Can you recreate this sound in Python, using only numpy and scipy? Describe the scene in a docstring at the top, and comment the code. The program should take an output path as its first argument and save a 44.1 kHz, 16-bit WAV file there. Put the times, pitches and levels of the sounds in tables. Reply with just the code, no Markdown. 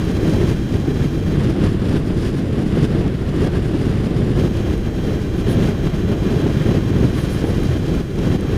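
"""Wind roars at a small camera worn by the rider of a touring motorcycle on a wet country road.
Gusts off the windscreen build, hold and break away, driving filtered noise: rumble, buffeting, rush and hiss.
The engine, a few wavering sines, hums faintly underneath, over an even noise from the wet tyres.
Now and then spray hisses (filtered clicks) and a drop ticks on the housing (a short noise burst);
a thin electrical whine, a sum of steady sines, stops and comes back."""
import sys
import numpy as np
from scipy import signal
from scipy.fft import rfft, irfft, next_fast_len
from scipy.io import wavfile
from scipy.ndimage import uniform_filter1d

SR = 44100
rng = np.random.default_rng(int(sys.argv[2]) if len(sys.argv) > 2 else 0)


def generate_wav(signal):
    """Clip the signal to [-1, 1] and save it as 16-bit WAV at the path in sys.argv[1]."""
    frames = np.transpose(np.atleast_2d(signal))
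    scaled = np.clip(frames, -1, 1) * 32767
    pcm = np.round(scaled).astype(np.int16)
    wavfile.write(sys.argv[1], SR, pcm)


N = 377937  # samples

# colour of water striking the housing: freq_hz, relative density_db (per Hz)
WATER_COLOUR = [(3500, 4), (7800, -10), (9200, -1), (10400, 1.5), (12000, -7), (15500, -12)]

# each voice of the wind: its base level (dB), and the dB it gains per dB of flow
RUMBLE_DB, RUMBLE_FOLLOWS = -25.3, 0.4
BUFFET_DB, BUFFET_FOLLOWS = -20.6, 0.95
RUSH_DB, RUSH_FOLLOWS = -40.2, 1.0
HISS_DB, HISS_FOLLOWS = -51, 1.2

TILT_LOSS = 0.3  # dB the buffeting loses for each dB of tilt
SLAP_IN_RUSH = 0.5  # share of a slap's rise in dB that reaches the rush
GUST_ATTACK_S, GUST_RELEASE_S = 0.1, 0.024
SLAP_ATTACK_S, SLAP_FADE_S = 0.002, 0.007
SWIRLS_PER_S, SWIRL_DB = 12, 0.6  # small random swirls: turns a second, spread in dB
FIRING_HZ = 97.3  # mean firing rate of the engine
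CUTOFF_HZ = 15400  # top of the microphone's band


def wind(flow_db, push_db, rush_db):
    """Rumble, buffeting, rush and hiss rise with the same gusts; all but the rumble share the quick eddies."""
    # level of the hiss over time: time_s, level_db
    hiss_course = [(0, 1.6), (.4, 2.5), (1.55, -0.2), (2.25, 2), (3.15, -1), (4.1, .6), (6.9, -1.1),
                   (7.3, 1.8), (8.57, 0.3)]
    # tilt of the buffeting towards its upper half: time_s, tilt_db
    tilt_course = [(0, .5), (.5, .5), (1.2, -1.2), (3, -1.5), (4.4, .3), (4.75, 3), (5.6, 0), (6.1, 1.5),
                   (6.9, -1), (8.05, .5), (8.35, 4), (8.57, 3)]
    eddies = drift(rate=35.0)
    slap_db = slaps()
    tilt_db, = in_time(tilt_course)
    treble_db, = in_time(hiss_course)
    rumble_db = RUMBLE_DB + RUMBLE_FOLLOWS * flow_db + wavering(rate=4, depth_db=1.0)
    buffet_db = BUFFET_DB + BUFFET_FOLLOWS * push_db - TILT_LOSS * tilt_db + slap_db
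    hiss_db = HISS_DB + HISS_FOLLOWS * flow_db + treble_db + wavering(rate=12, depth_db=0.95)
    return (rumble(rumble_db)
            + buffet(buffet_db, tilt_db, eddies, eddy_db=1.02, lump_db=1.1, split_hz=270)
            + rush(rush_db + SLAP_IN_RUSH * slap_db, eddies, eddy_db=0.85, tear_db=0.8)
            + hiss(hiss_db, eddies, eddy_db=1.55))


def flow():
    """Airflow and buffeting in dB: the stream, the strongest gust of the moment and random swirls."""
    # the airstream between gusts: time_s, relative level_db
    stream = [(0.0, -0.5), (0.6, 0.0), (2.45, 0), (3.2, -0.4), (4.8, -1.8), (5.3, 0), (6.5, 1.27),
              (7.5, 1.0), (8.1, -2.5), (8.57, 2.2)]
    # gusts off the windscreen: start_s, length_s, air_rise_db (airflow), push_rise_db (buffeting)
    gusts = [(-0.09, 0.26, 3.5, 2.5), (0.15, 0.37, 5.5, 6.5), (0.704, 0.057, 2.5, 5.5),
             (0.777, 0.12, 2, 4.0), (0.933, 0.12, 4.5, 5), (1.25, 0.26, 4.5, 5.0), (1.53, 0.15, 5, 5.0),
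             (1.782, 0.19, 4.5, 4), (2.092, 0.13, 2.0, 1.5), (2.17, 0.11, 6.5, 2), (2.31, 0.06, 1.5, 3),
             (2.521, 0.13, 2, 4.5), (2.679, 0.17, 5.5, 6), (2.828, 0.25, 3.5, 4.5), (3.309, 0.16, 6, 6.0),
             (3.507, 0.064, 7.5, 6.5), (3.607, 0.59, 3.5, 3.5), (4.07, 0.26, 3.5, 6),
             (4.285, 0.18, 6.5, 7.0), (4.49, 0.25, 4.0, 3), (4.83, 0.05, 5, 4), (4.938, 0.22, 3.5, 3.5),
             (5.398, 0.296, 4.5, 5), (5.813, 0.058, 4, 3.5), (6.037, 0.097, 4.0, 4.0),
             (6.19, 0.43, 2.5, 3.0), (6.582, 0.19, 4.0, 5.5), (6.84, 0.14, 3, 4.5), (6.929, 0.12, 4.5, 7.5),
             (7.08, 0.33, 3, -1), (7.482, 0.28, 4.0, 3.5), (7.8, 0.2, 4.5, 4.5), (8.13, 0.22, 4.5, 6),
             (8.453, 0.09, 3.5, 2)]
    stream_db = in_time(stream)[0] + SWIRL_DB * drift(rate=SWIRLS_PER_S)
    air_db, push_db = 0, 0
    for start_s, length_s, air_rise_db, push_rise_db in gusts:
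        shape = gust(start_s, length_s)
        air_db = np.maximum(air_db, air_rise_db * shape)
        push_db = np.maximum(push_db, push_rise_db * shape)
    return stream_db + air_db, stream_db + push_db


def gust(start_s, length_s):
    """A gust builds, holds and breaks away quickly; height 1."""
    age = np.arange(N) / SR - start_s
    build = np.clip(age / min(GUST_ATTACK_S, length_s), 0, 1)
    break_away = np.clip(1 - (age - length_s) / GUST_RELEASE_S, 0, 1)
    return build * break_away


def slaps():
    """The sudden, quickly fading rise in dB that each hard eddy gives to the wind at the port."""
    # hard eddies that slap the port: time_s, strength_db
    slap_rows = [(1.603, 6), (2.102, 9), (2.405, 8), (2.772, 6), (3.339, 8), (4.454, 3.5), (5.571, 7),
                 (6.464, 6.5), (7.045, 5), (7.185, 7), (7.441, 7)]
    t = np.arange(N) / SR
    rise_db = np.zeros(N)
    for s, strength_db in slap_rows:
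        attack = np.clip(1 + (t - s) / SLAP_ATTACK_S, 0, 1)
        fade = np.exp(-np.maximum(t - s, 0) / SLAP_FADE_S)
        rise_db += strength_db * attack * fade
    return rise_db


def rumble(level_db):
    """The big eddies of the wake press slowly on the microphone."""
    # colour of the rumble: freq_hz, relative density_db (per Hz)
    rumble_colour = [(14, -8), (25, 1), (35, -4), (52, 3), (75, 1.5), (95, -3.5), (130, -20)]
    pressure = coloured(rng.standard_normal((2, N)), rumble_colour)
    return from_db(level_db) * steadied(pressure, span_s=0.27)


def buffet(level_db, tilt_db, eddies, eddy_db, lump_db, split_hz):
    """Smaller eddies burst on the port in quick lumps and make a higher roar than the rumble."""
    # colour of the buffeting: freq_hz, relative density_db (per Hz)
    buffet_colour = [(60, -13.5), (80, -8), (105, 0), (155, 0.5), (200, -3), (265, -5.5), (340, -5),
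                     (420, -9.5), (500, -15.5), (630, -21.5), (800, -26), (1100, -39), (1800, -39)]
    lumpy = rng.standard_normal((2, N)) * from_db(lump_db * drift(rate=51))
    pressure = coloured(lumpy, buffet_colour)
    lowpass = signal.butter(2, split_hz, fs=SR, output="sos")
    deep = signal.sosfiltfilt(lowpass, pressure)
    tilted = deep + from_db(tilt_db) * (pressure - deep)
    return from_db(level_db) * steadied(tilted * from_db(eddy_db * eddies), span_s=0.079)


def rush(level_db, eddies, eddy_db, tear_db):
    """Fine turbulence sounds in the hollows of the housing and flutters with every eddy."""
    # colour of the rush, with the hollows of the housing: freq_hz, relative density_db (per Hz)
    rush_colour = [(550, 2), (800, -8), (1080, 2.5), (1300, -1), (1600, 1), (2100, -3.5), (2450, -6),
                   (2700, -4.5), (3250, -5), (4200, -12.5), (6000, -39)]
    torn = rng.standard_normal((2, N)) * from_db(tear_db * drift(rate=77))
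    return from_db(level_db + eddy_db * eddies) * coloured(torn, rush_colour)


def hiss(level_db, eddies, eddy_db):
    """The finest turbulence fizzes at the port, swelling with the same eddies."""
    # colour of the hiss: freq_hz, relative density_db (per Hz)
    hiss_colour = [(3000, -2), (4200, -3.5), (4800, 2.5), (6300, -6), (7100, -5.5), (8000, -11), (8900, -7),
                   (10500, -10.5), (12000, -15.5), (13500, -18), (15500, -26)]
    fizz = coloured(grains(per_s=16000, spread_db=4.5), hiss_colour)
    return from_db(level_db + eddy_db * eddies) * fizz


def engine(wander, throb_db):
    """The lowest orders of a twin at steady throttle, wavering a little in pitch and level."""
    # engine orders: order (multiple of the firing rate), level_db (rms, before the throb)
    orders = [(.5, -39), (1, -31.5), (2, -37.5)]
    turns = np.cumsum(FIRING_HZ * (1 + wander * drift(rate=1.59))) / SR
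    hum = np.zeros(N)
    for order, level_db in orders:
        level = np.sqrt(2) * from_db(level_db + throb_db * drift(rate=2.3))
        hum += level * np.sin(2 * np.pi * order * turns)
    return hum


def spray():
    """Many tiny droplets merge into a short bright puff."""
    # puffs of spray: time_s, spread_s (of the bell), level_db (rms at the crest)
    puff_rows = [(5.38, 0.023, -53), (5.513, 0.02, -39.5), (7.2, .038, -44), (7.334, 0.029, -43.5),
                 (7.485, 0.028, -47)]
    puffs = sum(from_db(level_db) * bell(s, spread_s) for s, spread_s, level_db in puff_rows)
    return puffs * coloured(grains(per_s=4500, spread_db=-2.0), WATER_COLOUR)


def drops(decay_s):
    """A larger drop splats on the housing with a short bright tick of decaying noise."""
    # drops on the housing: time_s, level_db (at the start of the tick)
    drop_rows = [(0.0495, -37.5), (1.9994, -42), (4.778, -38), (7.3332, -34), (7.5994, -39), (7.634, -36),
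                 (8.4095, -35)]
    hits = np.zeros(N)
    for s, level_db in drop_rows:
        hits[round(s * SR)] = from_db(level_db)
    decay = np.exp(-1 / (decay_s * SR))
    splats = signal.lfilter([1], [1, -decay], hits + 1e-18)  # the tiny offset avoids denormals
    return splats * coloured(rng.standard_normal((2, N)), WATER_COLOUR)


def whine(rush_db, follow, flicker_db, trim_db):
    """Electrical interference: a steady set of partials that switches on and off and swells with the rush."""
    # partials of the whine: freq_hz, level_db (before trim and swell)
    partials = [(800, -52), (2400, -52.5), (3200, -50), (4000, -54), (5600, -57), (6400, -55), (7200, -61),
                (8800, -70), (12000, -68), (12800, -63), (13600, -66), (15200, -66)]
    # when the whine sounds: on_s, off_s
    spells = [(-1, 1.355), (4.39, 9)]
    t = np.arange(N) / SR
    switched = sum(1. * ((t > on_s) & (t < off_s)) for on_s, off_s in spells)
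    on = uniform_filter1d(switched, size=400)
    # every partial fits whole cycles in a second, so one second repeats without a seam
    second = sum(from_db(level_db) * np.sin(2 * np.pi * (hz * t[:SR] + rng.random()))
                 for hz, level_db in partials)
    swell_db = follow * (rush_db - np.mean(rush_db)) + flicker_db * drift(rate=33)
    return np.sqrt(2) * on * np.resize(second, N) * from_db(trim_db + swell_db)


def tyres(level_db):
    """An even hiss from the wet tarmac fills the lulls."""
    # colour of wet tyres: freq_hz, relative density_db (per Hz)
    tyre_colour = [(1500, 8), (5000, -3.5), (10000, -10.5), (15500, -18)]
    return from_db(level_db) * coloured(rng.standard_normal((2, N)), tyre_colour)


def from_db(db):
    """Decibels to gain."""
    return np.exp(np.asarray(db) * (np.log(10) / 20))


def rms_one(x):
    """Scale to rms 1."""
    return x / np.sqrt(np.mean(x ** 2) + 1e-20)


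def in_time(rows):
    """The columns of a curve at every sample."""
    s, *columns = np.transpose(rows)
    return [np.interp(np.arange(N) / SR, s, c) for c in columns]


def at_hz(points, hz):
    """Read a spectrum on a log-frequency axis."""
    f, value = np.transpose(points)
    return np.interp(np.log(hz), np.log(f), value)


def drift(rate):
    """Smooth chance with about this many turns a second; spread 1."""
    step = 40  # samples between the slow values
    r = np.exp(-2 * np.pi * rate * step / SR)
    white = rng.standard_normal(N // step + 2002)
    slow = signal.lfilter([1], [1, -2 * r, r * r], white)[2000:]  # drop the filter's run-in
    return np.interp(np.arange(N) / step, np.arange(len(slow)), rms_one(slow))


def wavering(rate, depth_db):
    """A voice's own random rise and fall in dB."""
    return depth_db * drift(rate)


def bell(s, spread_s):
    """A smooth Gaussian bump of height 1 around the time s."""
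    out, t = np.zeros(N), np.arange(N) / SR
    near = np.abs(t - s) < 4 * spread_s
    out[near] = np.exp(-0.5 * ((t[near] - s) / spread_s) ** 2)
    return out


def grains(per_s, spread_db):
    """Two trains of random clicks of uneven size; rms 1."""
    born = rng.random((2, N)) < per_s / SR
    sizes = from_db(spread_db * np.minimum(rng.exponential(1, (2, N)), 4))
    return rms_one(born * sizes * rng.choice([-1, 1], (2, N)))


def coloured(source, colour):
    """Give two white sources a spectrum and make them the mid and side of a narrow stereo pair; rms 1."""
    # width of the stereo image: freq_hz, side_db (relative to mid)
    width = [(30, -45), (250, -40.5), (2000, -41), (12000, -23)]
    size = next_fast_len(N)
    hz = np.maximum(np.arange(size // 2 + 1) * SR / size, 1)
    lowest_hz, highest_hz = colour[0][0], colour[-1][0]
    skirts = np.minimum(1, np.minimum(hz / lowest_hz, highest_hz / hz)) ** 4  # 24 dB an octave
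    mid, side = rfft(source, size) * from_db(at_hz(colour, hz)) * skirts
    side = side * from_db(at_hz(width, hz))
    return rms_one(irfft([mid + side, mid - side], size)[:, :N])


def steadied(x, span_s):
    """Even out the slow swells of a noise, so that the flow sets them."""
    power = uniform_filter1d(np.mean(x ** 2, axis=0), max(int(span_s * SR), 2))
    smooth_power = uniform_filter1d(power, max(int(span_s * SR / 2), 2))
    return x / np.sqrt(smooth_power + 1e-9)


def scene():
    """Wind on the microphone, with engine, water and whine beneath it."""
    flow_db, push_db = flow()
    rush_db = RUSH_DB + RUSH_FOLLOWS * flow_db
    hum = engine(wander=0.01426, throb_db=2.0)
    water = spray() + drops(decay_s=0.0017) + tyres(level_db=-49.0)
    interference = whine(rush_db, follow=0.81, flicker_db=0.5, trim_db=-0.7)
    return wind(flow_db, push_db, rush_db) + hum + water + interference


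def record(dry):
    """The highest peaks are rounded and the top is cut steeply."""
    rounded = dry / (1 + (dry / 0.97) ** 8) ** (1 / 8)
    steep_cut = signal.ellip(12, 0.1, 80, CUTOFF_HZ, fs=SR, output="sos")  # 0.1 dB ripple, 80 dB stop
    return signal.sosfilt(steep_cut, rounded)


dry = scene()
out = record(dry)
generate_wav(out)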